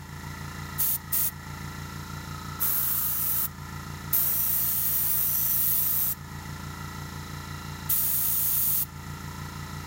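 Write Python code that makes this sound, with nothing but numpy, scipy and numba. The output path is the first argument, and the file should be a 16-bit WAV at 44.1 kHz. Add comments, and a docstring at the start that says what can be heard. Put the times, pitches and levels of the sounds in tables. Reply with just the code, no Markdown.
"""Airbrush at a hobby bench

A small piston compressor thumps, hums and rattles over a wash of room noise, close to a mono mic.
An airbrush hisses in five bursts, coloured by reflections from the bench as the nozzle sweeps.
The motor slows a little whenever air is drawn, and gain control ducks the mix under each burst."""
import sys
import numpy as np
from scipy import signal
from scipy.fft import rfft, irfft, next_fast_len
from scipy.io import wavfile
from scipy.ndimage import uniform_filter1d
from numba import njit

SR = 44100
rng = np.random.default_rng(int(sys.argv[2]) if len(sys.argv) > 2 else 0)


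def output_pcm(signal):
    """Save a mono or channel-first signal as 16-bit PCM at the path in sys.argv[1].

    Samples are clipped to [-1, 1] before scaling.
    """
    pcm = np.clip(np.atleast_2d(signal).T, -1, 1) * 32767
    wavfile.write(sys.argv[1], SR, np.round(pcm).astype(np.int16))


N = 434826
TIME = np.arange(N) / SR
PADDED = next_fast_len(N)
BINS = np.fft.rfftfreq(PADDED, 1 / SR)

# tones of the piston stroke and the ringing housing: multiple of the crank speed, level/dB
CRANK_TONES = [(1, -67.5), (2, -52.3), (3, -43.6), (4, -65.5), (5, -44.3), (6, -51.1), (7, -49.3),
               (8, -61.4), (9, -62.0), (10, -56.0), (11, -56.4), (12, -67.0), (13, -61.7), (14, -59.7),
               (15, -65.1), (17, -64.5), (18, -68.7), (31, -58.3), (32, -62.8), (35, -61.8), (36, -61.9),
               (43, -63.1), (44, -56.1), (45, -53.1), (46, -57.0), (47, -64.8), (48, -54.8), (49, -59.9),
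               (62, -63.3), (68, -55.9), (70, -62.1), (97, -64.8)]
# where the two compressor valves slap shut: crank position/turns
VALVE_SLAPS = [.02, .309]
# drift of the housing rings as the arms move: t/s, level/dB near 930, 1300 and 1950 Hz
RING_DRIFT = [(0, 2, -2, 3), (1.65, 1.5, -2, 3), (1.95, -2, 1, -3.5), (3.3, -1, 5, -2),
              (3.9, 0.5, -1.5, 0.5), (5.4, 1, -0.5, 2.5), (6.9, 0.5, -1.5, -1.5), (9.86, 1, -1.5, -1)]
# magnetic hum, swayed by the crank: sideband number, level/dB
HUM_SIDEBANDS = [(-1, -56.5), (0, -60), (1, -47.5), (2, -69), (3, -61.5)]
# noisy rings within each turn: crank position/turns, decay/turns, f/Hz, width/Hz, level/dB
RATTLE_RINGS = [(.0, 0.9, 935, 145, -50), (0.875, 0.75, 1335, 106, -53), (0.256, 0.3, 1346, 100, -56),
                (0.836, 1, 1750, 36, -53), (0.873, 0.73, 1957, 120, -53), (0.285, 0.45, 4034, 234, -58.5),
                (0.94, 1, 5330, 390, -57.5), (0.83, 1, 6430, 330, -60), (0.86, 0.3, 7030, 360, -59)]
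# tone of the room: f/Hz, relative level/dB
ROOM_SPECTRUM = [(20, -18), (55, 0.5), (160, 11), (320, -2), (600, -1.5), (1050, -2), (2200, 0), (2600, -5),
                 (4400, -2.5), (4800, -9), (7400, -4.5), (8200, -14.5), (12000, -10), (15700, -10)]
# trigger presses: open t/s, shut t/s, rise/s, fall/s, top hiss level/dB before trim,
# lower hiss level/dB relative to the top, bench rush level/dB
TRIGGER_PRESSES = [(0.803, 0.957, 0.028, .019, -26, -12, -46), (1.132, 1.28, .015, .026, -25.5, -11, -43.5),
                   (2.626, 3.456, 0.036, 0.022, -27, -13, -43.5),
                   (4.133, 6.122, 0.0081, 0.023, -25.5, -13, -43),
                   (7.902, 8.826, 0.015, .026, -26, -11.5, -44)]
# tone of the nozzle: f/Hz, relative level/dB
HISS_SPECTRUM = [(1300, -39), (2300, -22), (3200, -18), (4200, -18), (5000, -19), (6000, -14.5),
                 (8000, -14.5), (9800, -10), (10500, -9.5), (12000, -3), (13500, -1), (15300, 1.5)]
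# sweep of the hand over the bench: t/s, offset/mm
HAND_SWEEP = [(.8, 0), (1.3, 4), (2.6, -62), (3, -74), (3.3, -100), (4.13, 105), (4.42, 135), (4.7, 60),
              (5.15, 88), (5.36, 155), (5.52, 150), (5.68, 55), (5.87, 115), (6.13, 95), (7.9, 8),
              (8.84, 0)]
# treble swing as the brush turns towards and away from the mic: t/s, level/dB
TREBLE_SWING = [(1.3, -1), (2.65, 0), (2.92, 0.5), (3.16, -2), (3.44, 1), (4.18, .3), (4.33, -1), (4.54, 0),
                (4.77, -2.5), (4.88, -0.5), (5.42, -.4), (5.65, 1.5), (5.93, -1), (6, 0.5), (6.1, -2),
                (7.92, -0.5), (8.12, -1), (8.8, .7)]
# bands that the bench reinforces: f/Hz with the hand centred, nominal boost/dB
BENCH_BANDS = [(3150, 2), (4300, 2), (6550, 2.5), (9850, 6.3), (14400, 6), (16900, 5.5)]
# those bands weaken as the nozzle leaves the bench: offset/mm, share of the boost
BAND_STRENGTH = [(-70, .45), (0, 1)]
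# tone of air landing on the bench: f/Hz, relative level/dB
RUSH_SPECTRUM = [(60, -1), (180, 4), (350, 2.5), (550, 0.5), (1000, 2), (1600, 1), (2400, -4), (4000, -22),
                 (9000, -49)]
# hollows at the bench rim and the workpiece: offset/mm, reach/mm, f/Hz, width/Hz, level/dB
BLOWN_HOLLOWS = [(-68, 28, 1320, 640, -41.5), (150, 40, 6000, 520, -38)]

FIELD_HZ = 30  # rotating field of the motor; the crank runs a little slower
RING_FROM_HZ = 700  # crossover from thump to housing ring


def amp(db):
    """Decibels to gain."""
    return 10 ** (np.asarray(db) / 20)


def unit_rms(x):
    """Scales to rms 1."""
    return x / np.sqrt(np.mean(x ** 2) + 1e-20)


def curves(rows, t):
    """Every column of an automation table at the times t."""
    times, *columns = np.transpose(rows)
    return [np.interp(t, times, column) for column in columns]


def eq_curve(points, hz):
    """Gain through EQ points joined on a log-frequency axis."""
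    f, db = np.transpose(points)
    return amp(np.interp(np.log(hz + 1), np.log(f), db))


def bell(x, centre, width):
    """Bell curve with a peak of 1."""
    return 1 / (1 + ((x - centre) / (.78 * width)) ** 2)


def coloured(x, gain):
    """x with the given gain at each frequency, at rms 1."""
    return unit_rms(irfft(rfft(x, PADDED) * gain, PADDED)[:N])


def noise(gain):
    """Fresh noise of rms 1 with the given gain at each frequency."""
    return coloured(rng.standard_normal(N), gain)


def crank_noise(gain, turns, looped_share):
    """Fresh noise blended with a loop that comes round on every crank turn, at rms 1."""
    loop = signal.resample(rng.standard_normal(1500), 12000)
    looped = loop[(turns % 1 * len(loop)).astype(int)]
    fresh = rng.standard_normal(N)
    return coloured(np.sqrt(looped_share) * looped + np.sqrt(1 - looped_share) * fresh, gain)


def air_demand(rise_s, ease_s, delay_s=.087):
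    """Draw on the air line, 0-1: starts full, builds late under the trigger and eases after it."""
    demand = np.exp(-TIME / ease_s)
    for on, off, *_ in TRIGGER_PRESSES:
        held = np.clip(TIME - delay_s - on, 0, off - on)
        rested = np.maximum(TIME - delay_s - off, 0)
        demand += (1 - demand) * (1 - np.exp(-held / rise_s)) * np.exp(-rested / ease_s)
    return demand


def piston_thump(turns, effort, tank_hz=192, tank_width_hz=32, tank_lag_rad=4):
    """One thump a turn, heavier in the bass under load; the air tank answers late where it rings."""
    out = np.zeros(N)
    for order, db in CRANK_TONES:
        hz = order * FIELD_HZ
        if hz < RING_FROM_HZ:
            gain = amp(db) * (effort if hz < 250 else 1)
            lag = tank_lag_rad * bell(hz, tank_hz, tank_width_hz) ** 2
            lag += rng.uniform(-1.5, 1.5) * (hz > 220)  # the room scatters the shorter waves
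            out -= np.sqrt(2) * gain * np.cos(2 * np.pi * order * turns - lag)
    return out


def housing_gain(hz, emptied, tick_full_db=6.5, tick_empty_db=-5):
    """Level ride at hz: the rings drift, and the ticking near 4 kHz follows the line pressure."""
    t = TIME[::256]
    tick_db = tick_full_db + (tick_empty_db - tick_full_db) * np.interp(t, TIME, emptied)
    rides_db = curves(RING_DRIFT, t) + [tick_db]
    bands = [bell(hz, 930, 250), bell(hz, 1300, 400), bell(hz, 1950, 400), bell(hz, 3900, 1100)]
    return np.interp(TIME, t, amp(sum(db * band for db, band in zip(rides_db, bands))))


def housing_ring(turns, effort, emptied, waver):
    """The housing rings after both valve slaps in wavering tones, a little softer under load."""
    out = np.zeros(N)
    for order, db in CRANK_TONES:
        hz = order * FIELD_HZ
        if hz >= RING_FROM_HZ:
            gain = amp(db) / effort ** .16 * housing_gain(hz, emptied)
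            gain *= 1 + np.roll(waver, rng.integers(N))
            lag = np.angle(np.exp(2j * np.pi * order * np.array(VALVE_SLAPS)).sum())
            out -= np.sqrt(2) * gain * np.cos(2 * np.pi * order * turns - lag)
    return out


def motor_hum(turns, effort, hum_hz=120.015):
    """Magnetic hum with sidebands from the crank; it beats against the thump."""
    tones = sum(amp(db) * np.cos(2 * np.pi * (hum_hz * TIME + side * turns))
                for side, db in HUM_SIDEBANDS)
    return np.sqrt(2) * effort * tones


def rattle(turns, emptied):
    """Noisy rings struck once a turn; the high ones repeat almost exactly."""
    out = np.zeros(N)
    for position, decay, hz, width_hz, db in RATTLE_RINGS:
        since_strike = (turns - position) % 1
        envelope = unit_rms(uniform_filter1d(np.exp(-since_strike / decay), size=80))
        ring = crank_noise(bell(BINS, hz, width_hz), turns, looped_share=.98 if hz > 3000 else .48)
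        out += amp(db) * housing_gain(hz, emptied) * envelope * ring
    return out


def intake_fizz(turns, level_db=-57):
    """Air fizzing through the intake in time with the crank."""
    return amp(level_db) * crank_noise(bell(BINS, 10300, 7100), turns, looped_share=.95)


def compressor(idle_slip_hz=1.4334, load_slip_hz=.477, load_db=1.7, start_turns=.3805):
    """The motor lags its field; drawing air drags it down further and makes the stroke heavier."""
    load = air_demand(rise_s=.066, ease_s=.26)
    emptied = air_demand(rise_s=.24, ease_s=.84)  # the line drains in a burst, then refills
    crank_hz = FIELD_HZ - (idle_slip_hz + load_slip_hz * load)
    turns = start_turns + np.cumsum(crank_hz) / SR
    effort = amp(load_db * load)
    waver = .42 * noise(bell(BINS, 0, 5.1))
    tones = piston_thump(turns, effort) + housing_ring(turns, effort, emptied, waver)
    return tones + motor_hum(turns, effort) + rattle(turns, emptied) + intake_fizz(turns)


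def room_tone(level_db=-47):
    """A steady, dark wash of room noise."""
    return amp(level_db) * noise(eq_curve(ROOM_SPECTRUM, BINS))


def latest_press(t):
    """Seconds since the latest trigger press, and its three levels, at the times t."""
    on, _, rise, _, *levels = np.transpose(TRIGGER_PRESSES)
    row = np.maximum(np.searchsorted(on - 2 * rise, t) - 1, 0)
    return [np.maximum(t - on[row], 0)] + [level[row] for level in levels]


def trigger_valve():
    """Share of the full air flow that the trigger lets through."""
    flow = np.zeros(N)
    for on, off, rise, fall, *_ in TRIGGER_PRESSES:
        ramp = 1 + np.minimum((TIME - on) / rise, (off - TIME) / fall)
        flow += np.clip(ramp, 0, 1) ** 2
    return flow


def reflection_comb(hz, sweep_mm, count=9, strength=.9, diffuse=.15, sound_mm_per_s=343e3):
    """Comb filter from echo paths that move with the hand; diffuse sound fills the notches."""
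    paths_mm = np.geomspace(380, 1500, count) * rng.uniform(.9, 1.1, count)
    slants = rng.choice([-1, 1], count) * rng.uniform(.6, 1.6, count)
    echoes = sum(np.exp(-2j * np.pi * hz * (mm + slant * sweep_mm) / sound_mm_per_s)
                 for mm, slant in zip(paths_mm, slants))
    echoes *= np.minimum(hz / 7000, 1)  # small surfaces reflect only short waves
    return np.sqrt(diffuse + abs(1 + strength * echoes / np.sqrt(count)) ** 2)


def bench_colour(hz, sweep_mm, distance_mm=228):
    """Bands boosted by the bench, with cancelling flanks; they sink as the path to it lengthens."""
    strength, = curves(BAND_STRENGTH, sweep_mm)
    stretch = np.hypot(distance_mm, sweep_mm) / distance_mm
    boost_db = 0
    for centre_hz, db in BENCH_BANDS:
        width_hz = 700 * np.sqrt(centre_hz / 10000)
        band = bell(hz, centre_hz / stretch, width_hz)
        flanks = bell(hz, centre_hz / stretch, 2.2 * width_hz)
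        boost_db += strength * db * (band - .33 * flanks)
    return amp(boost_db)


def nozzle_hiss(trim_db=5, flutter=.071):
    """Bright, fluttering turbulence at the nozzle, coloured by the moving reflections."""
    hz, t, white = signal.stft(rng.standard_normal(N), SR, nperseg=512, noverlap=384)
    hz = hz[:, None]
    _, top_db, lower_db, _ = latest_press(t)
    swing_db, = curves(TREBLE_SWING, t)
    sweep_mm = uniform_filter1d(curves(HAND_SWEEP, t)[0], size=40)
    gain = eq_curve(HISS_SPECTRUM, hz) * reflection_comb(hz, sweep_mm) * bench_colour(hz, sweep_mm)
    top = np.linalg.norm(gain * ((hz > 9000) & (hz < 15700)), axis=0)
    lower = np.linalg.norm(gain * ((hz > 4500) & (hz < 9000)), axis=0)
    # the treble is beamed, so the balance shifts as the brush turns
    balance_db = lower_db - swing_db - 20 * np.log10(lower / top)
    balance_shape = np.interp(hz, [2500, 4940, 8500, 10900], [.39, .68, 1, .19])
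    gain *= amp(top_db + swing_db + balance_db * balance_shape) / top
    _, jet = signal.istft(white * gain * np.sqrt(len(hz)), nperseg=512, noverlap=384)
    return amp(trim_db) * jet[:N] * (1 + flutter * noise(bell(BINS, 0, 250)))


def bench_rush(fade_db=5, fade_s=1, wander_db=1.75, rim_db=-54):
    """Air landing on the bench: a rush that fades through each press, plus a steady midrange band."""
    age, *_, level_db = latest_press(TIME)
    level_db -= fade_db * (1 - np.exp(-age / fade_s))
    level_db += wander_db * noise(bell(BINS, 0, 2.4))
    rush = amp(level_db) * noise(eq_curve(RUSH_SPECTRUM, BINS))
    return rush + amp(rim_db) * noise(bell(BINS, 1250, 550) ** 2.1)


def hollows():
    """Breathy resonances that swell as the jet passes over each hollow."""
    sweep_mm, = curves(HAND_SWEEP, TIME)
    out = np.zeros(N)
    for offset_mm, reach_mm, hz, width_hz, db in BLOWN_HOLLOWS:
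        nearness = bell(sweep_mm, offset_mm, reach_mm) ** 2
        out += amp(db) * nearness * noise(bell(BINS, hz, width_hz) ** 2)
    return out


def airbrush():
    """The three layers of the air jet, gated by the trigger."""
    return trigger_valve() * (bench_rush() + hollows() + nozzle_hiss())


def spray_booth(x, tail_db=-22, t60_s=.19, echoes_per_s=4000, predelay_s=.006):
    """Adds a faint, short tail from the walls of the spray booth."""
    t = np.arange(SR // 3) / SR
    taps = rng.choice([-1., 1.], len(t)) * (rng.random(len(t)) < echoes_per_s / SR)
    tail = taps * (t > predelay_s) * amp(-60 * t / t60_s)
    return x + signal.oaconvolve(x, amp(tail_db) * tail / np.linalg.norm(tail))[:N]


def scene():
    """Airbrush, compressor and room, the same in both channels."""
    mono = spray_booth(airbrush()) + compressor() + room_tone()
    return np.array([mono, mono])


@njit
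def ducking(want_db, start_db, attack_s, hold_s, release_s):
    """Gain reduction in dB that rises quickly, holds, then recovers."""
    out, now_db, wait = np.empty(len(want_db)), start_db, hold_s * SR
    for i, target_db in enumerate(want_db):
        if target_db >= now_db - .1 and target_db > 0:
            now_db += (target_db - now_db) / (attack_s * SR)
            wait = hold_s * SR
        elif wait > 0:
            wait -= 1
        else:
            now_db += (target_db - now_db) / (release_s * SR)
        out[i] = now_db
    return out


def record(dry, threshold_db=-33, depth_db=5.0, cutoff_hz=15850):
    """Gain control, turned down at first, ducks the mix under loud hiss; then a steep high cut."""
    power_db = 10 * np.log10(abs(uniform_filter1d(dry[0] ** 2, size=400)) + 1e-12)
    want_db = np.clip(power_db - threshold_db, 0, depth_db)
    duck_db = ducking(want_db, start_db=depth_db, attack_s=.051, hold_s=.098, release_s=.094)
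    high_cut = signal.firwin(701, cutoff_hz, window=("kaiser", 9), fs=SR)
    return signal.oaconvolve(dry / amp(duck_db), high_cut[None], "same")


dry = scene()
out = record(dry)
output_pcm(out)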